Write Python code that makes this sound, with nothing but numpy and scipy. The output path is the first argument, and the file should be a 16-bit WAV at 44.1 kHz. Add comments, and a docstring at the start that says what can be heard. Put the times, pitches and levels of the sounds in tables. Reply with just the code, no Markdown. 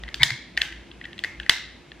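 """A utility lighter clicks close to a two-port microphone: damped modes and a noise crack sum at each contact.
A glass jar dragged over a stone counter is sparse grit exciting resonances, with soft low sine knocks.
The hard-walled kitchen answers by convolution with sparse echo tails that decay band by band.
Behind them an appliance hums in narrow tones and a wavering drone, over shaped room noise.
Gain control ducks after loud snaps, and the loudest snaps overload the recorder."""
import sys
import numpy as np
from scipy import signal
from scipy.fft import rfft, irfft
from scipy.io import wavfile
from scipy.ndimage import uniform_filter1d

SR = 44100
rng = np.random.default_rng(int(sys.argv[2]) if len(sys.argv) > 2 else 0)


def output_pcm(signal):
    """Save a mono or channel-first signal as 16-bit PCM at the path in sys.argv[1].

    Samples are clipped to [-1, 1] before scaling.
    """
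    pcm = np.clip(np.atleast_2d(signal).T, -1, 1) * 32767
    wavfile.write(sys.argv[1], SR, np.round(pcm).astype(np.int16))


N = 88200  # samples, 2 s

# damped modes of the lighter's plastic body, for the knock: frequency ratio to knock pitch, level/dB, t60/s
KNOCK_MODES = [(.42, -26, .024), (.85, -11, .006), (1, 0, .018), (1.18, -13, .006)]
# damped modes of the same body, for the tick: frequency ratio to tick pitch, level/dB, t60/s
TICK_MODES = [(0.849, -3, 0.0039), (1.001, 0, 0.0035), (1.198, -8.5, 0.0071), (1.33, -13.5, 0.002)]


def gain_of(db):
    """Level to amplitude ratio: 20 dB is a factor of ten."""
    return 10 ** (np.asarray(db) / 20)


def evened(x):
    """Normalisation to an rms amplitude of 1."""
    return x / np.sqrt(np.mean(x ** 2) + 1e-20)


def read(points, hz):
    """Linear interpolation of a spectrum table on a log-frequency axis."""
    f, value = np.transpose(points)
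    return np.interp(np.log(hz + 1), np.log(f + 1), value)


def curve(points):
    """Linear interpolation of a time table at every sample."""
    return np.interp(np.arange(N) / SR, *np.transpose(points))


def add(mix, s, sound):
    """Superposition: adds a sound into the mix, starting at s seconds."""
    part = mix[max(round(s * SR), 0):][:len(sound)]
    part += sound[:len(part)]


def resonate(x, hz, width):
    """Resonance of peak gain 1: shift hz down to zero, low-pass with one pole, shift back up."""
    turn = np.exp(2j * np.pi * hz * np.arange(len(x)) / SR)
    pole = np.exp(-np.pi * width / SR)
    return 2 * (turn * signal.lfilter([1 - pole], [1, -pole], x / turn)).real


def click(db, knock_hz, tick_db, tick_hz, crack_db, contact_ms, chance, noise, detune):
    """Impact excitation: modes swell and hold during contact, then decay freely; the crack decays from onset."""
    crack_offset_db, crack_t60_s = -4, .018
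    rise_share = 0.21  # of the contact time
    t = np.arange(len(noise)) / SR
    contact = max(contact_ms, .2) / 1000  # s
    after_contact = np.maximum(t - contact, 0)

    out = gain_of(crack_offset_db + crack_db - 60 * t / crack_t60_s) * noise
    modes = [(ratio * knock_hz, mode_db, t60) for ratio, mode_db, t60 in KNOCK_MODES]
    modes += [(ratio * tick_hz, mode_db + tick_db, t60) for ratio, mode_db, t60 in TICK_MODES]
    for (hz, mode_db, t60), (shift, phase) in zip(modes, chance):
        shifted_hz = hz * (1 + detune * (2 * shift - 1))
        envelope = gain_of(mode_db - 60 * after_contact / t60)
        out = out + envelope * np.sin(2 * np.pi * (shifted_hz * t + phase))
    swell = np.sin(np.pi / 2 * np.minimum(t / (rise_share * contact), 1)) ** 2
    return gain_of(db) * swell * out


def lighter(detune):
    """Modal synthesis of all trigger snaps, ticks and rattles, each with its own mode shifts and crack."""
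    # contacts: t/s, strength/dB, knock pitch f/Hz, tick level/dB, tick pitch f/Hz, crack level/dB, contact/ms
    contacts = [(0.0364,-26.5,1940,-4.5,3330,-25,0.74), (0.0793,-33.5,1985,-8,3180,-13,4.3),
                (0.0884,-30,1920,-4,3650,-16,0.67), (0.1431,-30.5,1720,13,3470,9,1.12),
                (0.2319,-6,1891,4.5,3660,5,1.88), (0.236,-18,1820,-3,3330,10,1.1),
                (.3046,-15.5,2027,-13,3650,-2.5,2.3), (.5692,-42.5,1820,14,3530,6,1.9),
                (0.5746,-10.5,1870,-7,2885,-4.5,3.06), (0.6134,-25.5,2040,2,3300,-7,1.5),
                (.617,-14,1810,5,3330,2.5,1.92), (.7233,-32.5,1910,-4,3000,-2,4.4),
                (0.914,-47.5,1680,11,3320,-15,3), (1.013,-28,1910,-11.5,3380,-25,2),
                (1.04,-39,1750,3,3135,-14,6.7), (1.053,-27.5,1907,-10.5,3380,-8.5,3.9),
                (1.1303,-37,1860,2,3250,-5,1.7), (1.1799,-38.5,1940,0,3280,1,1.6),
                (1.1905,-36,1960,9.5,3300,6.5,2.5), (1.2381,-15.5,1920,-5,3350,-6,1.17),
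                (1.2456,-15.5,1950,-13.5,3330,-10.5,1.4), (1.3993,-24.5,1750,-1,3246,-8,2.2),
                (1.431,-42.5,1880,4,3250,-17,3.4), (1.4626,-27.5,1884,-14.5,2900,-11.5,2.2),
                (1.4948,-8,1753,4,3620,-15.5,0.7), (1.4955,-3.5,2025,3.5,3557,2,1.44),
                (1.9175,-33,1800,-0.5,3310,-31.5,1.66)]
    # relative spectrum of the broad crack: f/Hz, level/dB per Hz
    crack_spectrum = [(100, -55), (600, -24.5), (2000, -12.5), (4300, 6), (7000, -9), (11500, -17),
                      (14000, -14), (16000, -37)]
    out = np.zeros(N)
    colour = gain_of(read(crack_spectrum, np.fft.rfftfreq(2048, 1 / SR)))
    noises = evened(irfft(rfft(rng.standard_normal((64, 2048))) * colour))
    chances = rng.random((64, len(KNOCK_MODES + TICK_MODES), 2))  # mode shift, phase in turns
    for (s, *settings), chance, noise in zip(contacts, chances, noises):
        add(out, s, click(*settings, chance, noise, detune))
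    return out


def jar():
    """Friction as random impulses exciting resonances; each soft knock is an enveloped low sine."""
    # jar base dragging on the counter: t/s, level/dB
    drag_level = [(.188, -77), (.198, -37), (.224, -18), (.232, -29.5), (.27, -57), (.30, -30), (.33, -37),
                  (.37, -61), (.385, -62)]
    # resonances of the drag: f/Hz, width of one filter pass/Hz, level/dB
    drag_ring = [(952, 240, -12.5), (1680, 270, -2.5), (2135, 240, 3), (3320, 1600, -9)]
    # jar knocking the counter: t/s, level/dB, f/Hz, length/s
    soft_knocks = [(0.204, -30, 130.4, 0.047), (.255, -33.5, 133, 0.024), (0.313, -28, 116, 0.038)]
    grit_per_s = 4000  # mean impulse rate
    grit = (rng.random(N) < grit_per_s / SR) * rng.standard_normal(N)
    ring = np.zeros(N)
    for hz, width, db in drag_ring:
        ring += gain_of(db) * evened(resonate(resonate(grit, hz, width), hz, width))
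    out = gain_of(curve(drag_level)) * evened(ring)
    for s, db, hz, length in soft_knocks:
        t = np.arange(0, length, 1 / SR)
        envelope = np.sin(np.pi * (t / length) ** 0.43)  # rises faster than it falls
        add(out, s, gain_of(db) * envelope * np.sin(2 * np.pi * hz * t))
    return out


def tail():
    """Reverberant impulse response: sparse random-sign echoes in uneven clumps, with a decay rate per band."""
    # kitchen decay: f/Hz, t60/s, relative tone level/dB
    bands = [(288, 0.057, 12), (910, 0.36, 6), (1780, 0.6, -3.5), (2400, 0.47, 2.5), (3700, 0.64, -9),
             (6830, 0.38, 6), (12700, 0.24, 0.5)]
    # left-right likeness of the echoes: f/Hz, likeness (1 = identical)
    echo_likeness = [(300, 1), (2000, 0.97), (4000, 0.58), (8000, 0.014)]
    gap_s = .008  # silence before the first echo
    echo_spread_db, echo_s = 2.5, 0.0036  # strong wall echoes stand out of the tail

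    taps, slots = np.zeros((2, SR)), np.arange(0, SR - 1000, 16)
    size = (2, len(slots))
    places = slots + rng.integers(0, 16, size)  # one tap in every 16 samples
    np.put_along_axis(taps, places, rng.choice([-1., 1.], size), 1)
    clumps = evened(uniform_filter1d(rng.standard_normal(SR), max(round(echo_s * SR), 1)))
    hz, t, (a, b) = signal.stft(taps * gain_of(echo_spread_db * clumps), SR, nperseg=128)

    same = np.clip(read(echo_likeness, hz), -1, 1)[:, None]
    z = np.array([a, same * a + np.sqrt(1 - same ** 2) * b])
    tone_db = read([band[::2] for band in bands], hz)[:, None]
    t60 = read([band[:2] for band in bands], hz)[:, None]
    out = signal.istft(z * gain_of(tone_db - 60 * t / t60), SR, nperseg=128)[1]
    return np.pad(out / np.linalg.norm(out[0]), ((0, 0), (round(gap_s * SR), 0)))


def kitchen(faces):
    """Reverberation as convolution: each face of the source feeds the walls through its own echo tail."""
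    kitchen_db = -7
    echoes = sum(signal.fftconvolve(face[None], tail(), axes=1)[:, :N] for face in faces)
    return gain_of(kitchen_db) * echoes / np.sqrt(len(faces))


def hum():
    """Narrow-band noise gives the appliance tones; a low sine with slow random level gives the drone."""
    # appliance tones: f/Hz, width of one filter pass/Hz, level/dB
    tone_table = [(230.5, 30, -64), (341.8, 14.5, -59)]
    drone_hz, drone_db, waver_db = 57, -51, 6.5
    tones = np.zeros(N)
    for hz, width, db in tone_table:
        noise = rng.standard_normal(N)
        tones += gain_of(db) * evened(resonate(resonate(noise, hz, width), hz, width))
    waver = evened(uniform_filter1d(uniform_filter1d(rng.standard_normal(N), 3000), 3000))
    drone = np.sin(2 * np.pi * drone_hz * np.arange(N) / SR)
    return np.sqrt(2) * gain_of(drone_db + waver_db * waver) * drone + tones


def air():
    """Partly coherent noise: the room noise is alike at both ports in the bass."""
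    # relative spectrum of the room noise: f/Hz, level/dB per Hz
    air_spectrum = [(25, -41.5), (75, -1.5), (335, -4), (420, -10), (850, -14.5), (1900, -21), (2600, -16),
                    (4000, -23.5), (7000, -30), (12000, -40), (15000, -67)]
    # left-right likeness of the room noise: f/Hz, likeness (1 = identical, negative = opposed)
    air_likeness = [(60, 1), (240, 0.79), (950, 0.45), (3000, 0.97), (9000, -0.53)]
    air_db = -47.5  # rms over both ports
    frames, hz = N // 512 + 5, np.fft.rfftfreq(2048, 1 / SR)
    a, b, c, d = rng.standard_normal((frames, 1025, 4)).T
    same = np.clip(read(air_likeness, hz), -1, 1)[:, None]
    left, other = a + 1j * b, c + 1j * d
    right = same * left + np.sqrt(1 - same ** 2) * other
    z = np.array([left, right]) * gain_of(read(air_spectrum, hz)[:, None])
    noise = signal.istft(z, nperseg=2048, noverlap=1536)[1][:, 1024:N + 1024]
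    return gain_of(air_db) * evened(noise)


def scene():
    """Superposition of direct sound, with level and phase differences between ports, echoes and background."""
    # direct sound at the two ports: f/Hz, left louder by/dB, left leads by/rad
    ports = [(125, 0, 0.013), (1000, 1.5, 0.084), (2860, 2.1, 0.1), (4500, 2, 1.5), (7430, 0, 1.22),
             (13250, 0, 2.65)]
    grip_detune = .015  # largest relative shift; grip shifts the modes from click to click
    face_detune = .11  # other faces of the body ring at other pitches toward the walls
    drag, hz = jar(), np.fft.rfftfreq(N, 1 / SR)
    level_db = read([port[:2] for port in ports], hz)
    lead = read([port[::2] for port in ports], hz)
    half = gain_of(level_db / 2) * np.exp(.5j * lead)  # each port takes half the difference
    direct = irfft(rfft(lighter(grip_detune) + drag) * np.array([half, 1 / half]), N)
    faces = [lighter(face_detune) + drag for _ in range(4)]
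    return direct + kitchen(faces) + air() + hum()


def record(dry):
    """Recorder dynamics: delayed gain reduction with slow recovery, saturation with a firm knee, band limit."""
    duck_from_db, duck_share = -12.5, 0.32  # threshold; dB of reduction per dB above it
    duck_lag_s, recover_db_per_s = 0.0045, 1.5
    ceiling, edge_hz = 1.0, 16290
    power_db = 10 * np.log10(abs(uniform_filter1d((dry ** 2).mean(0), 200)) + 1e-12)
    fall = np.arange(N) * recover_db_per_s / SR
    lag = round(duck_lag_s * SR)
    # running maximum on a falling ramp: jumps up at once, recovers at a steady rate
    held_db = np.maximum.accumulate(duck_share * (power_db - duck_from_db) + fall) - fall
    over_db = np.maximum(held_db, 0)
    ducked = dry / gain_of(uniform_filter1d(np.pad(over_db, (lag, 0))[:N], 100))
    saturated = ducked / (1 + abs(ducked / ceiling) ** 4) ** (1 / 4)
    low_pass = signal.firwin(511, edge_hz, window=("kaiser", 9), fs=SR)
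    return signal.oaconvolve(saturated, low_pass[None], "same")


dry = scene()
out = record(dry)
output_pcm(out)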